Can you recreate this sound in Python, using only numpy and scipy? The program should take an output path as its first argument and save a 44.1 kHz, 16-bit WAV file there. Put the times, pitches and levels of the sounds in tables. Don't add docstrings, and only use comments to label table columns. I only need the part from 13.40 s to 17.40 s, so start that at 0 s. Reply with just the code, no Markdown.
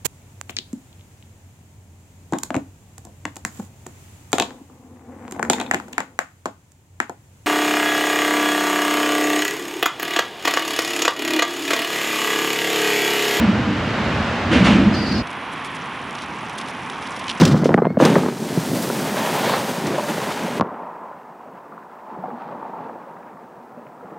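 import sys
import numpy as np
from scipy import signal
from scipy.fft import rfft, irfft
from scipy.io import wavfile
from scipy.ndimage import uniform_filter1d, minimum_filter1d

SR = 44100
rng = np.random.default_rng(int(sys.argv[2]) if len(sys.argv) > 2 else 0)


def wrap_up_sound(samples):
    columns = np.atleast_2d(samples).T
    tamed = np.clip(columns, -1, 1)
    steps = np.round(tamed * 32767).astype(np.int16)
    wavfile.write(sys.argv[1], SR, steps)


N = 176400
T = np.arange(N) / SR
HZ = np.maximum(np.arange(N // 2 + 1) * SR / N, 1)

# t/s, level/dB
ROAR_LEVEL = [(0, -24.5), (.3, -26), (.55, -24), (.78, -23.5), (1.05, -24.5), (1.45, -26), (1.8, -27.5)]
RUMBLE_LEVEL = [(0, -25), (.3, -22), (.58, -25.5), (.7, -21.5), (.9, -26), (1.06, -25), (1.38, -19),
                (1.62, -24.5), (1.8, -20)]
# f/Hz, relative density/dB
ROAR_SPECTRUM = [(210, -40), (350, -9), (490, -1), (1240, -3.5), (1630, -4.5), (2130, -7.5), (2930, -11),
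                 (6900, -30.5), (15500, -60.5)]
RUMBLE_SPECTRUM = [(15, -45), (33, -23), (48, -13), (62, -0.5), (100, 4), (150, -0.5), (215, 4.5),
                   (290, -2.5), (400, -7.5), (800, -50), (3000, -100)]
BOOM_SPECTRUM = [(20, -45), (33, -30), (60, -8.5), (100, -7), (150, -7), (185, -0.5), (210, 1.5), (250, -2),
                 (290, -5.5), (330, -4.5), (385, -26), (700, -65), (3000, -100)]
SLAP_SPECTRUM = [(200, -28), (700, 0), (2000, 3.5), (3000, -2.5), (4300, -7), (6500, -15), (10000, -25),
                 (12500, -46), (16000, -50)]
CLATTER_SPECTRUM = [(40, -33), (250, 3), (400, 0), (520, 6.5), (900, 1.5), (1700, 2), (2800, 2.5),
                    (4200, -9), (6500, -17.5), (10000, -30), (12500, -49), (16000, -54)]
RASP_SPECTRUM = [(2000, -38), (3800, -1), (4800, 5), (7500, -14.5), (10000, -17.5), (16000, -42)]
# t/s, boom/dB, clatter/dB, slap/dB
AXLES = [(-.1, -17.5, -25, -42), (1.106, -15.5, -18.5, -30), (1.236, -16.5, -17.5, -20.5)]
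# t/s, f/Hz, level/dB
THROBS = [(.024, 220, -12), (0.069, 203.2, -7.5), (1.107, 329.7, -13), (1.149, 251.2, -9.5),
          (1.193, 200, -10.5), (1.275, 245, -12), (1.328, 199, -9), (1.454, 208, -7.5), (1.766, 225, -19.5)]
# f/Hz, relative level/dB
STEEL_MODES = [(202, -9), (311, -8.5), (464, -7), (587, -10.5), (1578, -17), (2304, -19), (2428, -17),
               (2842, -21), (2932, -16.5), (3143, -20), (3543, -23.5)]
# t/s, length/s, start f/Hz, end f/Hz, level/dB
CHIRPS = [(1.528, .028, 4950, 5000, -34.5), (1.54, 0.017, 4200, 4280, -32.5),
          (1.55, 0.055, 4800, 4700, -33.5), (1.599, 0.06, 4770, 4730, -34.5),
          (1.652, 0.03, 4470, 4280, -34), (1.665, .052, 4750, 4770, -34.5),
          (1.712, 0.023, 4720, 4210, -29.5), (1.74, .048, 5150, 5100, -35.5),
          (1.777, 0.021, 4570, 4200, -32.5)]

# f/Hz, relative density/dB
HUM_SPECTRUM = [(22, -57), (53, -12.5), (97, -8), (150, -1.5), (253, 0), (333, -5), (608, -8), (717, -3.5),
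                (1080, 1), (1280, -4.5), (2600, -9), (4150, -22), (5770, -27), (7590, -34), (9720, -28.5),
                (11500, -33.5), (12800, -45), (15500, -48)]
ROLL_SPECTRUM = [(300, -36), (1400, 2), (2100, -0.5), (3300, -2), (4300, -17.5), (7000, -35), (14000, -60)]
GRIT_SPECTRUM = [(200, -50), (1500, -16), (3200, 9), (4300, 2.5), (5700, 1.5), (7800, -6), (9900, -2),
                 (11300, -13), (12600, -29), (16000, -33)]
KNOCK_SPECTRUM = [(100, -50), (900, -24), (2000, -7), (2900, 7), (4300, 0), (5600, -4.5), (7500, -15.5),
                  (10000, -16), (12500, -49)]
# t/s, level/dB
ROLL_LEVEL = [(1.82, -44), (2.2, -36.5), (2.55, -41), (2.95, -49), (3.4, -50), (4, -42)]
CRACKLE_LEVEL = [(1.82, -54), (2.3, -49.5), (2.6, -49.5), (3.3, -47.5), (4, -43)]
# t/s, length/s, level/dB, high minus low band/dB
CRUNCHES = [(1.869, .0087, -40.5, -1), (2.121, .021, -41, 8), (2.241, 0.036, -40, 5),
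            (2.343, 0.026, -42.5, 5), (2.751, 0.0072, -35, -5), (2.783, 0.0075, -40, -8),
            (2.806, 0.045, -43.5, -10), (3.175, 0.014, -37, 4), (3.183, .013, -37, -1),
            (3.193, .036, -43, 0), (3.274, .042, -41.5, 4), (3.619, 0.013, -40, -1), (3.661, .018, -37, -3),
            (3.76, .012, -38.5, 2), (3.792, 0.0083, -37, 5)]
# t/s, level/dB
STONE_POPS = [(1.905, -34), (1.913, -35), (1.93, -38), (2.247, -31.5), (2.366, -35), (2.708, -32),
              (2.821, -31), (3.096, -30.5), (3.213, -29), (3.499, -28.5)]
# t/s, level/dB, T60/s
LOAD_KNOCKS = [(3.881, -23.5, .035), (3.893, -22, 0.031), (3.8982, -21.5, 0.028), (3.907, -23, 0.028),
               (3.914, -19.5, 0.01)]

# f/Hz, side minus mid/dB
BRIDGE_WIDTH = [(60, -39), (180, -24.5), (550, -17), (1650, -14), (4970, -7), (15000, -14)]
JOINT_WIDTH = [(400, -18), (2500, -18), (4500, -12), (10000, -28)]
PATH_WIDTH = [(60, -21), (180, -34), (550, -16), (1650, -19), (4970, -12), (15000, -23)]
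CART_WIDTH = [(2500, -30), (5500, -16), (10000, -26)]


def amp(db):
    return 10 ** (np.asarray(db) / 20)


def unit_rms(x):
    return x / np.sqrt(np.mean(x ** 2) + 1e-20)


def level(points):
    return amp(np.interp(T, *np.transpose(points)))


def gains(points):
    hz, db = np.transpose(points)
    return amp(np.interp(np.log(HZ), np.log(hz), db))


def noise(shape, width):
    mid, side = rfft(rng.standard_normal((2, N))) * shape
    side = side * gains(width)
    return unit_rms(irfft(np.array([mid + side, mid - side]), N))


def tone(hz):
    return np.sin(2 * np.pi * (hz * T + rng.random()))


def resonance(hz, half_width_hz):
    return 1 / (1 + ((HZ - hz) / half_width_hz) ** 2)


def strike(start_s, rise_s, t60_s, hold_s=0):
    age_s = T - start_s
    decay_s = np.maximum(age_s - rise_s - hold_s, 0)
    return np.clip(age_s / rise_s, 0, 1) * amp(-60 * decay_s / t60_s)


def swell(start_s, length_s):
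    progress = np.clip((T - start_s) / length_s, 0, 1)
    return 2 * np.sqrt(progress * (1 - progress))


def grains(per_s, spread_db):
    sizes = amp(spread_db * np.minimum(rng.exponential(1, N), 4)) * rng.choice([-1, 1], N)
    return unit_rms(sizes * (rng.random(N) < per_s / SR))


def pan(left_minus_right_db):
    return amp(np.array([[1], [-1]]) * left_minus_right_db / 2)


def overhead_traffic():
    roar = level(ROAR_LEVEL) * noise(gains(ROAR_SPECTRUM), BRIDGE_WIDTH)
    rumble = level(RUMBLE_LEVEL) * noise(gains(RUMBLE_SPECTRUM), BRIDGE_WIDTH)
    return roar + rumble


def deck_boom(rise_s=0.019, lead_s=0.022):
    power = sum((amp(db) * strike(t - lead_s, rise_s, t60_s=1.87, hold_s=0.12)) ** 2
                for t, db, _, _ in AXLES)
    boom = np.sqrt(power) * noise(gains(BOOM_SPECTRUM), BRIDGE_WIDTH)
    throbs = sum(amp(db) * swell(t, length_s=0.039) ** 2 * tone(hz) for t, hz, db in THROBS)
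    return boom + throbs


def steel_ring(gain_db=-2.5):
    out = 0
    for t, boom_db, _, _ in AXLES:
        modes = sum(amp(db) * tone(hz) for hz, db in STEEL_MODES)
        out = out + amp(boom_db + gain_db) * strike(t, rise_s=0.019, t60_s=1.32) * modes
    return out


def joint_clatter(t60_1khz_s=0.88, t60_exponent=-0.16):
    slaps = sum(amp(db) * strike(t, rise_s=0.014, t60_s=0.26, hold_s=0.012) for t, _, _, db in AXLES)
    out = slaps * noise(gains(SLAP_SPECTRUM), JOINT_WIDTH)
    clatter_bins = rfft(noise(gains(CLATTER_SPECTRUM), JOINT_WIDTH))
    for octave in range(-3, 5):
        band = np.clip(1 - abs(np.log2(HZ / 1000) - octave), 0, 1)
        t60_s = t60_1khz_s * 2 ** (t60_exponent * octave)
        power = sum((amp(db) * strike(t, rise_s=0.027, t60_s=t60_s, hold_s=0.023)) ** 2
                    for t, _, db, _ in AXLES)
        out = out + np.sqrt(power) * irfft(clatter_bins * band, N)
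    return out


def twitter(wobble_rms_hz=110, rasp_db=-8.5, echo_db=0.5):
    rasp = amp(rasp_db) * noise(gains(RASP_SPECTRUM), BRIDGE_WIDTH)
    direct = 0
    for t, length_s, start_hz, end_hz, db in CHIRPS:
        wobble_bins = rfft(rng.standard_normal(N)) * resonance(0, half_width_hz=380)
        glide_hz = np.interp(T, [t, t + length_s], [start_hz, end_hz])
        hz = glide_hz + wobble_rms_hz * unit_rms(irfft(wobble_bins, N))
        whistle = np.sin(2 * np.pi * np.cumsum(hz) / SR)
        direct = direct + amp(db) * swell(t, length_s) * (whistle + rasp)
    vault = rng.standard_normal((2, SR // 2)) * strike(0, rise_s=0.011, t60_s=0.55)[:SR // 2]
    vault = vault / np.sqrt(np.sum(vault ** 2, axis=1, keepdims=True))
    return direct + amp(echo_db) * signal.fftconvolve(direct, vault, axes=1)[:, :N]


def far_traffic(level_db=-30.5, shelf_hz=5150, shelf_db=-9):
    dulling = amp(shelf_db * HZ ** 4 / (HZ ** 4 + shelf_hz ** 4))
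    return amp(level_db) * noise(gains(HUM_SPECTRUM) * dulling, PATH_WIDTH)


def wheel_hiss():
    return level(ROLL_LEVEL) * noise(gains(ROLL_SPECTRUM), PATH_WIDTH)


def grit_crackle(pitches_hz=(3170, 5780, 7650, 9740)):
    snap_bins = sum(rfft(grains(per_s=300, spread_db=3.4)) * resonance(hz, half_width_hz=1100)
                    for hz in pitches_hz)
    return level(CRACKLE_LEVEL) * unit_rms(irfft(snap_bins * gains(GRIT_SPECTRUM), N))


def grit_crunches(scatter_db=-14, split_hz=7200):
    snaps = grains(per_s=3500, spread_db=5)
    scatter = amp(scatter_db) * rng.standard_normal((2, N))
    colour = unit_rms(gains(GRIT_SPECTRUM))
    low_band = 1 / (1 + (HZ / split_hz) ** 8)
    out = 0
    for band, tilt in ((low_band, -0.5), (1 - low_band, 0.5)):
        bursts = sum(amp(db + tilt * bright_db) * swell(t, length_s)
                     for t, length_s, db, bright_db in CRUNCHES)
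        out = out + irfft(rfft(bursts * (snaps + scatter)) * colour * band, N)
    return out


def stone_pops():
    pops = sum(amp(db) * strike(t, rise_s=0.00055, t60_s=0.014) for t, db in STONE_POPS)
    return pops * noise(gains(GRIT_SPECTRUM), CART_WIDTH)


def load_rattle():
    knocks = sum(amp(db) * strike(t, rise_s=0.00055, t60_s=t60_s) for t, db, t60_s in LOAD_KNOCKS)
    return knocks * noise(gains(KNOCK_SPECTRUM), CART_WIDTH)


def scene(cut_s=1.815, fade_s=0.021):
    bridge = overhead_traffic() + deck_boom() + steel_ring() + joint_clatter() + twitter()
    path = far_traffic() + grit_crackle() + grit_crunches() + wheel_hiss() + stone_pops() + load_rattle()
    path_share = np.clip((T - cut_s) / fade_s + 0.5, 0, 1)
    return np.sqrt(1 - path_share) * pan(-0.75) * bridge + np.sqrt(path_share) * pan(-1.7) * path


def record(dry, low_cut_hz=33, ceiling=0.93, smooth_s=0.008, stopband_hz=15900):
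    x = signal.sosfilt(signal.butter(4, low_cut_hz, "high", fs=SR, output="sos"), dry)
    window = int(smooth_s * SR)
    limiter_gain = ceiling / np.maximum(abs(x).max(axis=0), ceiling)
    x = x * uniform_filter1d(minimum_filter1d(limiter_gain, 2 * window), window)
    return signal.sosfilt(signal.cheby2(16, 60, stopband_hz, fs=SR, output="sos"), x)


dry = scene()
out = record(dry)
wrap_up_sound(out)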